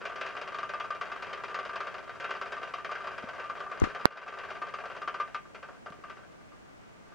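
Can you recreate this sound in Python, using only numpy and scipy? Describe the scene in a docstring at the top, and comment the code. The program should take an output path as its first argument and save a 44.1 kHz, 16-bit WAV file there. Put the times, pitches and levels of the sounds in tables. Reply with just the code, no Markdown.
"""A wind-up tin carousel runs down on the floor of a small room.
Its loose gears knock about 18 times a second and ring the tin base, roof and steel wheels;
they slow as the spring slackens, then falter and stop. Steady room air lies underneath.
Fingers rub and bump the microphone case; one sharp click overloads it and briefly ducks the gain."""
import sys
import numpy as np
from scipy import signal
from scipy.fft import rfft, irfft, next_fast_len
from scipy.io import wavfile

SR = 44100
rng = np.random.default_rng(int(sys.argv[2]) if len(sys.argv) > 2 else 0)


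def unload_audio(sound):
    """Save the sound as a 16-bit wav file, at the path given as the first command line argument."""
    columns = np.transpose(np.atleast_2d(sound))
    # keep every value between -1 and 1, then stretch to whole-number steps
    steps = np.round(np.clip(columns, -1, 1) * 32767)
    wavfile.write(sys.argv[1], SR, steps.astype(np.int16))


N = 315031

# knocking wheel, about 9 turns/s and slowing: t/s, position/turns
WHEEL_TURNS = [(-0.054, -1), (0.053, 0), (0.366, 3), (0.585, 5), (0.7985, 7), (1.116, 10), (1.757, 16),
               (2.093, 19), (2.413, 22), (2.846, 26), (3.071, 28), (3.396, 31), (4.171, 38), (4.386, 40),
               (4.854, 44), (5.075, 46)]
# two double knocks per turn: phase/turns, taut level/dB, slack level/dB, main ring/dB, treble/dB
TURN_KNOCKS = [(0, 0.5, 0, -2, 1.5), (.41, -5.5, -4.5, 2, 0), (.54, -17, -8, -2.5, 3),
               (.86, -15, -4, 0.5, -4)]
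# force of the regular knocks: t/s, level/dB
KNOCK_FORCE = [(0, -37), (1.2, -35.5), (1.8, -35), (2.14, -42.5), (2.25, -31), (2.7, -36), (3.15, -38),
               (3.7, -37), (4.1, -34), (4.55, -37), (5.05, -38)]
# gears catching hard or faltering: t/s, level/dB, main ring/dB, treble/dB
GEAR_CATCHES = [(0.0527, -34.5, 2, 4), (0.2109, -32, -15, 3), (0.4134, -32.5, -10, 0),
                (0.5441, -38.5, 6, 3), (0.6299, -37.5, 11, 0), (0.735, -34.5, 5, -3), (0.7992, -34.5, 4, 2),
                (0.9038, -35.5, 6.5, 0), (1.0109, -33, 2.5, 1.5), (1.223, -35.5, -2, 3.5),
                (1.33, -36, 1, 5), (1.5429, -33.5, 1.5, 2.5), (1.5878, -34.5, 5, 0),
                (1.8034, -34, 4.5, 0.5), (1.9411, -36.5, 1, -1), (2.199, -35, -15, 1),
                (2.2425, -32, -6.5, -2), (2.4126, -35, 6, 2), (2.737, -38.5, 11, 6), (2.846, -35, 1, 2.5),
                (2.9135, -33.5, -1, 0), (2.951, -33, -11, -4), (3.4968, -36, 4.5, -4),
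                (3.6028, -38, 3.5, -1), (3.6635, -42.5, 9, -8), (3.714, -35, 2.5, -2),
                (3.838, -32.5, 1.5, -1), (3.948, -32, 0.5, -3), (4.6163, -38, 8.5, -0.5),
                (4.738, -37, 5, 2.5), (5.0159, -37, 8, -1.5), (5.0754, -32.5, 6, -0.5),
                (5.1424, -35.5, 2.5, -1), (5.1997, -35, 11, 2), (5.275, -43.5, -15, -3),
                (5.3448, -37, 8, 4.5), (5.4532, -53, 4, -11), (5.5461, -42, -5, 1),
                (5.6278, -42.5, -2, -0.5), (5.6842, -42, -5, -9), (5.8599, -40, 1, -3.5),
                (5.9213, -48, 2.5, 0), (6.037, -46.5, 7.5, 0), (6.0975, -44.5, 7, 4.5),
                (6.169, -48.5, 3, -0.5), (6.518, -61, 9, -2), (7.122, -55.5, 7, -8)]
# fine chatter of the gear train: t/s, level/dB
TOOTH_CHATTER = [(0.0, -36.5), (0.5, -45), (0.65, -45.5), (1.57, -39.5), (2.15, -45.5), (2.25, -36),
                 (2.45, -46.5), (3.5, -43), (4.2, -46.5), (4.5, -44.5), (5.21, -50), (5.37, -56),
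                 (5.55, -53.5), (5.8, -59), (6.06, -54.5), (6.46, -65), (7.14, -61)]
# tin base and roof: f/Hz, level/dB
BODY_MODES = [(390, -13), (425, -18), (452, -18), (487, -15), (530, -13), (560, -14), (587, -11),
              (640, -11), (675, -16), (719, -9.5), (895, -17), (1010, -16), (1085, -13), (1141, -7.5),
              (1195, 1.5), (1262, -12), (1305, -11), (1359, -5), (1440, -10), (1534, -2.5), (1580, -9),
              (1627, -11), (1755, -17), (1820, -15), (1914, -19.5), (1955, -18), (2020, -20), (2086, -13),
              (2180, -22), (2367, -17)]
# steel wheels and frame: f/Hz, level/dB
STEEL_MODES = [(2406, -17.5), (2442, -19), (2595, -17.5), (2786, -18), (2837, -18.5), (3066, -22),
               (3150, -23), (3195, -22), (3303, -24), (3457, -28), (3696, -31), (3787, -25), (3854, -28),
               (4247, -30), (4331, -30), (4439, -29), (4608, -31), (4800, -30), (4865, -27), (4912, -27),
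               (4950, -25), (5000, -28), (5631, -31), (5728, -30), (6228, -39), (6681, -34)]
# decay of tin and steel modes: f/Hz, t60/s
MODE_DECAY = [(400, 0.21), (1200, 0.13), (2500, 0.18), (5000, 0.1), (7000, 0.14)]
# weak, dense sheet-metal modes: f/Hz, relative density/dB
SHEET_SPECTRUM = [(200, -32), (310, -9.5), (390, -8.5), (700, -0.5), (800, -6), (1000, -1), (1280, -3.5),
                  (1600, -2), (1800, -6), (2700, -9.5), (3600, -17.5), (5000, -22.5), (7500, -31),
                  (12000, -53.5)]
# their decay: f/Hz, t60/s
SHEET_DECAY = [(300, 0.19), (1200, 0.22), (2500, 0.2), (5000, 0.11), (10000, .06)]
# room air and microphone hiss: f/Hz, relative density/dB
AIR_SPECTRUM = [(20, -6), (60, 1), (200, 3.5), (400, 0), (700, 1), (850, -2.5), (1250, -5.5), (2200, -8.5),
                (3800, -17.5), (6500, -19), (10000, -27), (12000, -46), (13500, -33), (15500, -30.5)]
# stereo width of the air: f/Hz, side over mid/dB
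AIR_WIDTH = [(60, 6), (110, 8.5), (200, 8), (380, 8), (700, 3.5), (1290, 6.5), (2380, 4), (4400, 2),
             (8120, 0.5), (15000, -1)]
# fingers sliding on the case: t/s, peak/dB, 60 dB rise/s, t60/s
FINGER_RUBS = [(3.15, -57, .5, .3), (3.806, -38.5, 0.016, 0.35), (3.839, -28, 0.019, .11)]
# finger friction: f/Hz, relative density/dB
RUB_SPECTRUM = [(100, 13.5), (500, 3.5), (1600, 7.5), (3000, -5.5), (6000, -14.5), (9500, -27),
                (12000, -43), (15000, -45)]
# small thuds and a tap in the room: t/s, level/dB, f/Hz, t60/s
ROOM_THUDS = [(3.239, -31, 240, 0.026), (5.9035, -39, 180, 0.03), (5.9035, -41, 3940, .0012),
              (5.989, -40, 332, 0.018)]
# dry ticks of the case: t/s, left/dB, right/dB
CASE_TICKS = [(3.8007, -26.5, -37), (4.0555, -34, -16)]
# bumps on the case: t/s, left/dB, right/dB, f/Hz, t60/s
CASE_BUMPS = [(3.8185, -5.5, -11.5, 358, 0.013), (3.8215, -18, -31, 1190, .012),
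              (3.8262, -8, -9.5, 80, .05), (3.8385, -8.5, -15, 323, 0.012), (3.8408, -36, -16, 1300, .008),
              (3.872, -20.5, -30, 400, 0.013)]


def from_db(db):
    """Decibels to gain."""
    return 10 ** (np.asarray(db) / 20)


def unit_rms(x):
    """Scale to unit power."""
    return x / np.sqrt(np.mean(x ** 2) + 1e-20)


def at_time(curve, t_s):
    """Curve value on a linear time axis."""
    return np.interp(t_s, *np.transpose(curve))


def at_hz(curve, hz):
    """Curve value on a log-frequency axis."""
    known_hz, values = np.transpose(curve)
    return np.interp(np.log(np.maximum(hz, 1)), np.log(known_hz), values)


def butter(x, kind, hz, order):
    """Butterworth low- or high-pass."""
    return signal.sosfilt(signal.butter(order, hz, kind, fs=SR, output="sos"), x)


def impulses(t_s, sizes):
    """Impulse train."""
    return np.bincount(np.clip(np.round(t_s * SR).astype(int), 0, N - 1), sizes, N) + 1e-18


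def ring(force, hz, t60_s):
    """Damped mode: a unit impulse starts a sine of height 1."""
    radius, angle = from_db(-60 / (t60_s * SR)), 2 * np.pi * hz / SR
    return signal.lfilter([0, np.sin(angle)], [1, -2 * radius * np.cos(angle), radius ** 2], force)


def ping(t_s, hz, t60_s):
    """One mode struck once."""
    return ring(impulses(np.array([t_s]), [1.]), hz, t60_s)


def noise(spectrum, weight=np.ones_like):
    """Coloured noise of unit power, then weighted over frequency."""
    size = next_fast_len(N)
    hz = np.fft.rfftfreq(size, 1 / SR)
    colour = unit_rms(from_db(at_hz(spectrum, hz)))
    return irfft(rfft(rng.standard_normal(size)) * colour * weight(hz), size)[:N]


def wheel_knocks(slack_at_s=3.9, dulling_db=1.5, level_spread_db=1.0, ring_spread_db=2.3):
    """Each turn repeats its contacts; as the spring slackens, single knocks turn double and duller."""
    wheel_s, position = np.transpose(WHEEL_TURNS)
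    turns = np.arange(position[0], position[-1])
    phase, taut_db, slack_db, main_db, treble_db = np.tile(TURN_KNOCKS, (len(turns), 1)).T
    t_s = np.interp(np.repeat(turns, len(TURN_KNOCKS)) + phase, position, wheel_s)
    slack = np.clip(t_s / slack_at_s, 0, 1)
    scatter = rng.standard_normal((len(t_s), 2))
    level_db = at_time(KNOCK_FORCE, t_s) + taut_db + (slack_db - taut_db) * slack
    level_db += level_spread_db * scatter[:, 0]
    main_db += ring_spread_db * scatter[:, 1]
    return np.column_stack([t_s, level_db, main_db, treble_db - dulling_db * slack])[t_s > 0]


def tooth_chatter(rate_hz=110, gain_db=-8.0, spread_db=4.5, main_db=-.5, treble_db=-2.5):
    """Small teeth touch at random between the knocks."""
    t_s = np.flatnonzero(rng.random(N) < rate_hz / SR) / SR
    level_db = at_time(TOOTH_CHATTER, t_s) + gain_db + spread_db * rng.standard_normal(len(t_s))
    return np.column_stack([t_s, level_db, np.tile([main_db, treble_db], (len(t_s), 1))])


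def gear_contacts(reach_s=.02, bounce_s=.006, bounce_db=-10.5):
    """Knocks, rebounds and chatter, columns as GEAR_CATCHES; a catch replaces knocks within reach."""
    regular, catches = wheel_knocks(), np.array(GEAR_CATCHES, float)
    clear = np.abs(regular[:, :1] - catches[:, 0]).min(axis=1) > reach_s
    knocks = np.vstack([regular[clear], catches])
    rebounds = knocks.copy()
    rebounds[:, 0] += bounce_s * (.5 + rng.random(len(knocks)))
    rebounds[:, 1] += bounce_db
    return np.vstack([knocks, rebounds, tooth_chatter()])


def force_db(contacts, hz, bass_knee_db=-39, bass_loss_db_per_db=0.39):
    """Contact strength at one frequency: where and how hard it lands favours main ring or treble."""
    _, level_db, main_db, treble_db = contacts.T
    bass_db = -bass_loss_db_per_db * np.maximum(level_db - bass_knee_db, 0)
    bass_band = np.interp(hz, [900, 1100], [1, 0])
    main_band = np.interp(hz, [1000, 1130, 1250, 1330], [0, 1, 1, 0])
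    treble_band = np.interp(hz, [1800, 2200], [0, 1])
    return level_db + bass_db * bass_band + main_db * main_band + treble_db * treble_band


def metal_ring(modes, contacts, gain_db, spread_db, travel_s=.003):
    """Each contact crosses the sheet and reaches each mode with its own delay and strength."""
    out = np.zeros(N)
    for hz, mode_db in modes:
        scatter_db = spread_db * rng.standard_normal(len(contacts))
        sizes = from_db(force_db(contacts, hz) + mode_db + scatter_db)
        arrival_s = contacts[:, 0] + travel_s * rng.random(len(contacts))
        out += ring(impulses(arrival_s, sizes), hz, at_hz(MODE_DECAY, hz))
    return from_db(gain_db) * out


def sheet_clatter(contacts, gain_db=-5.5, build_s=0.00039):
    """Countless weak modes blur into noise that builds fast and dies band by band."""
    out = np.zeros(N)
    edges_hz = [150, 600, 1000, 1750, 3400, 6500, 15000]
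    build = np.exp(-1 / (build_s * SR))
    for low_hz, high_hz in zip(edges_hz, edges_hz[1:]):
        centre_hz = np.sqrt(low_hz * high_hz)
        decay = from_db(-120 / (at_hz(SHEET_DECAY, centre_hz) * SR))   # -120: energy, not amplitude
        kicks = impulses(contacts[:, 0], from_db(force_db(contacts, centre_hz)) ** 2)
        energy = signal.lfilter([1], [1, -decay], kicks)
        energy = signal.lfilter([1 - build], [1, -build], energy)
        out += np.sqrt(energy) * noise(SHEET_SPECTRUM, lambda hz: (hz >= low_hz) & (hz < high_hz))
    return from_db(gain_db) * out


def carousel(contact_hz=7800, radiation_hz=338):
    """Gear contacts ring tin and steel; the small body radiates little bass."""
    contacts = gear_contacts()
    tin = metal_ring(BODY_MODES, contacts, gain_db=-2, spread_db=1.5)
    steel = metal_ring(STEEL_MODES, contacts, gain_db=-2, spread_db=3.0)
    ringing = butter(tin + steel, "low", contact_hz, order=3)   # contact time rounds the attack
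    return butter(ringing + sheet_clatter(contacts), "high", radiation_hz, order=4)


def room(x, t60_s=0.13, wet_db=-12.5, first_echo_s=0.0033):
    """Adds a short diffuse tail, different per channel."""
    t_s = np.arange(SR // 2) / SR
    tail = rng.standard_normal((2, len(t_s))) * from_db(-60 * t_s / t60_s) * (t_s > first_echo_s)
    tail = unit_rms(tail) / np.sqrt(len(t_s))
    return x + from_db(wet_db) * signal.fftconvolve(x[None], tail, axes=1)[:, :N]


def air(mid_db=-59.5):
    """Steady room noise and hiss, wide in the bass."""
    side = noise(AIR_SPECTRUM, lambda hz: from_db(at_hz(AIR_WIDTH, hz)))
    return from_db(mid_db) * (noise(AIR_SPECTRUM) + side * [[1], [-1]])


def finger_rubs(right_db=-20.0):
    """Friction on the case, mostly left; each slide swells and dies."""
    t_s = np.arange(N) / SR
    envelope = sum(from_db(peak_db - 60 * np.maximum((peak_s - t_s) / rise_s, (t_s - peak_s) / t60_s))
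                   for peak_s, peak_db, rise_s, t60_s in FINGER_RUBS)
    return envelope * noise(RUB_SPECTRUM) * from_db([[0], [right_db]])


def thuds(low_cut_hz=120):
    """Small impacts in the room, one damped mode each."""
    impacts = sum(from_db(db) * ping(t_s, hz, t60_s) for t_s, db, hz, t60_s in ROOM_THUDS)
    return butter(impacts, "high", low_cut_hz, order=2)


def case_bumps(tick_hz=6600, tick_t60_s=0.0033):
    """Ticks and bumps briefly ring the microphone case."""
    ticks = [(*tick, tick_hz, tick_t60_s) for tick in CASE_TICKS]
    return sum(ping(t_s, hz, t60_s) * from_db([[left_db], [right_db]])
               for t_s, left_db, right_db, hz, t60_s in ticks + list(CASE_BUMPS))


def sharp_click(t_s=4.0553, recoil_db=-17.0, left_db=2.5, right_db=15.5):
    """Hard click at the microphone: a short swing as the case springs back."""
    swing = butter(ping(t_s, hz=1350, t60_s=.0017), "low", hz=3400, order=1)
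    recoil = from_db(recoil_db) * ping(t_s, hz=185, t60_s=0.0079)
    return butter(swing - recoil, "high", hz=120, order=2) * from_db([[left_db], [right_db]])


def scene(pan_db=1.0):
    """Toy and thuds slightly left in the room; handling noise dry."""
    in_room = room(carousel() + thuds()) * from_db([[pan_db], [-pan_db]])
    handling = finger_rubs() + case_bumps() + sharp_click()
    antiphase = [[-1], [1]]   # the case pushes the two capsules opposite ways
    return in_room + handling * antiphase + air()


def record(dry, threshold_db=-1.5, attack_s=0.015, release_db_per_s=28.5, cutoff_hz=16000):
    """Gain control ducks after a peak and creeps back; overload clips; the top is cut."""
    peak_db = 20 * np.log10(np.abs(dry).max(axis=0) + 1e-9)
    over_db = np.maximum(peak_db - threshold_db, 0)
    ramp_db = release_db_per_s * np.arange(N) / SR
    held_db = np.maximum.accumulate(over_db + ramp_db) - ramp_db
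    lag = np.exp(-1 / (attack_s * SR))
    duck_db = signal.lfilter([1 - lag], [1, -lag], held_db)
    clipped = np.clip(dry * from_db(-duck_db), -1, 1)
    return signal.sosfilt(signal.ellip(10, .1, 70, cutoff_hz, fs=SR, output="sos"), clipped)


dry = scene()
out = record(dry)
unload_audio(out)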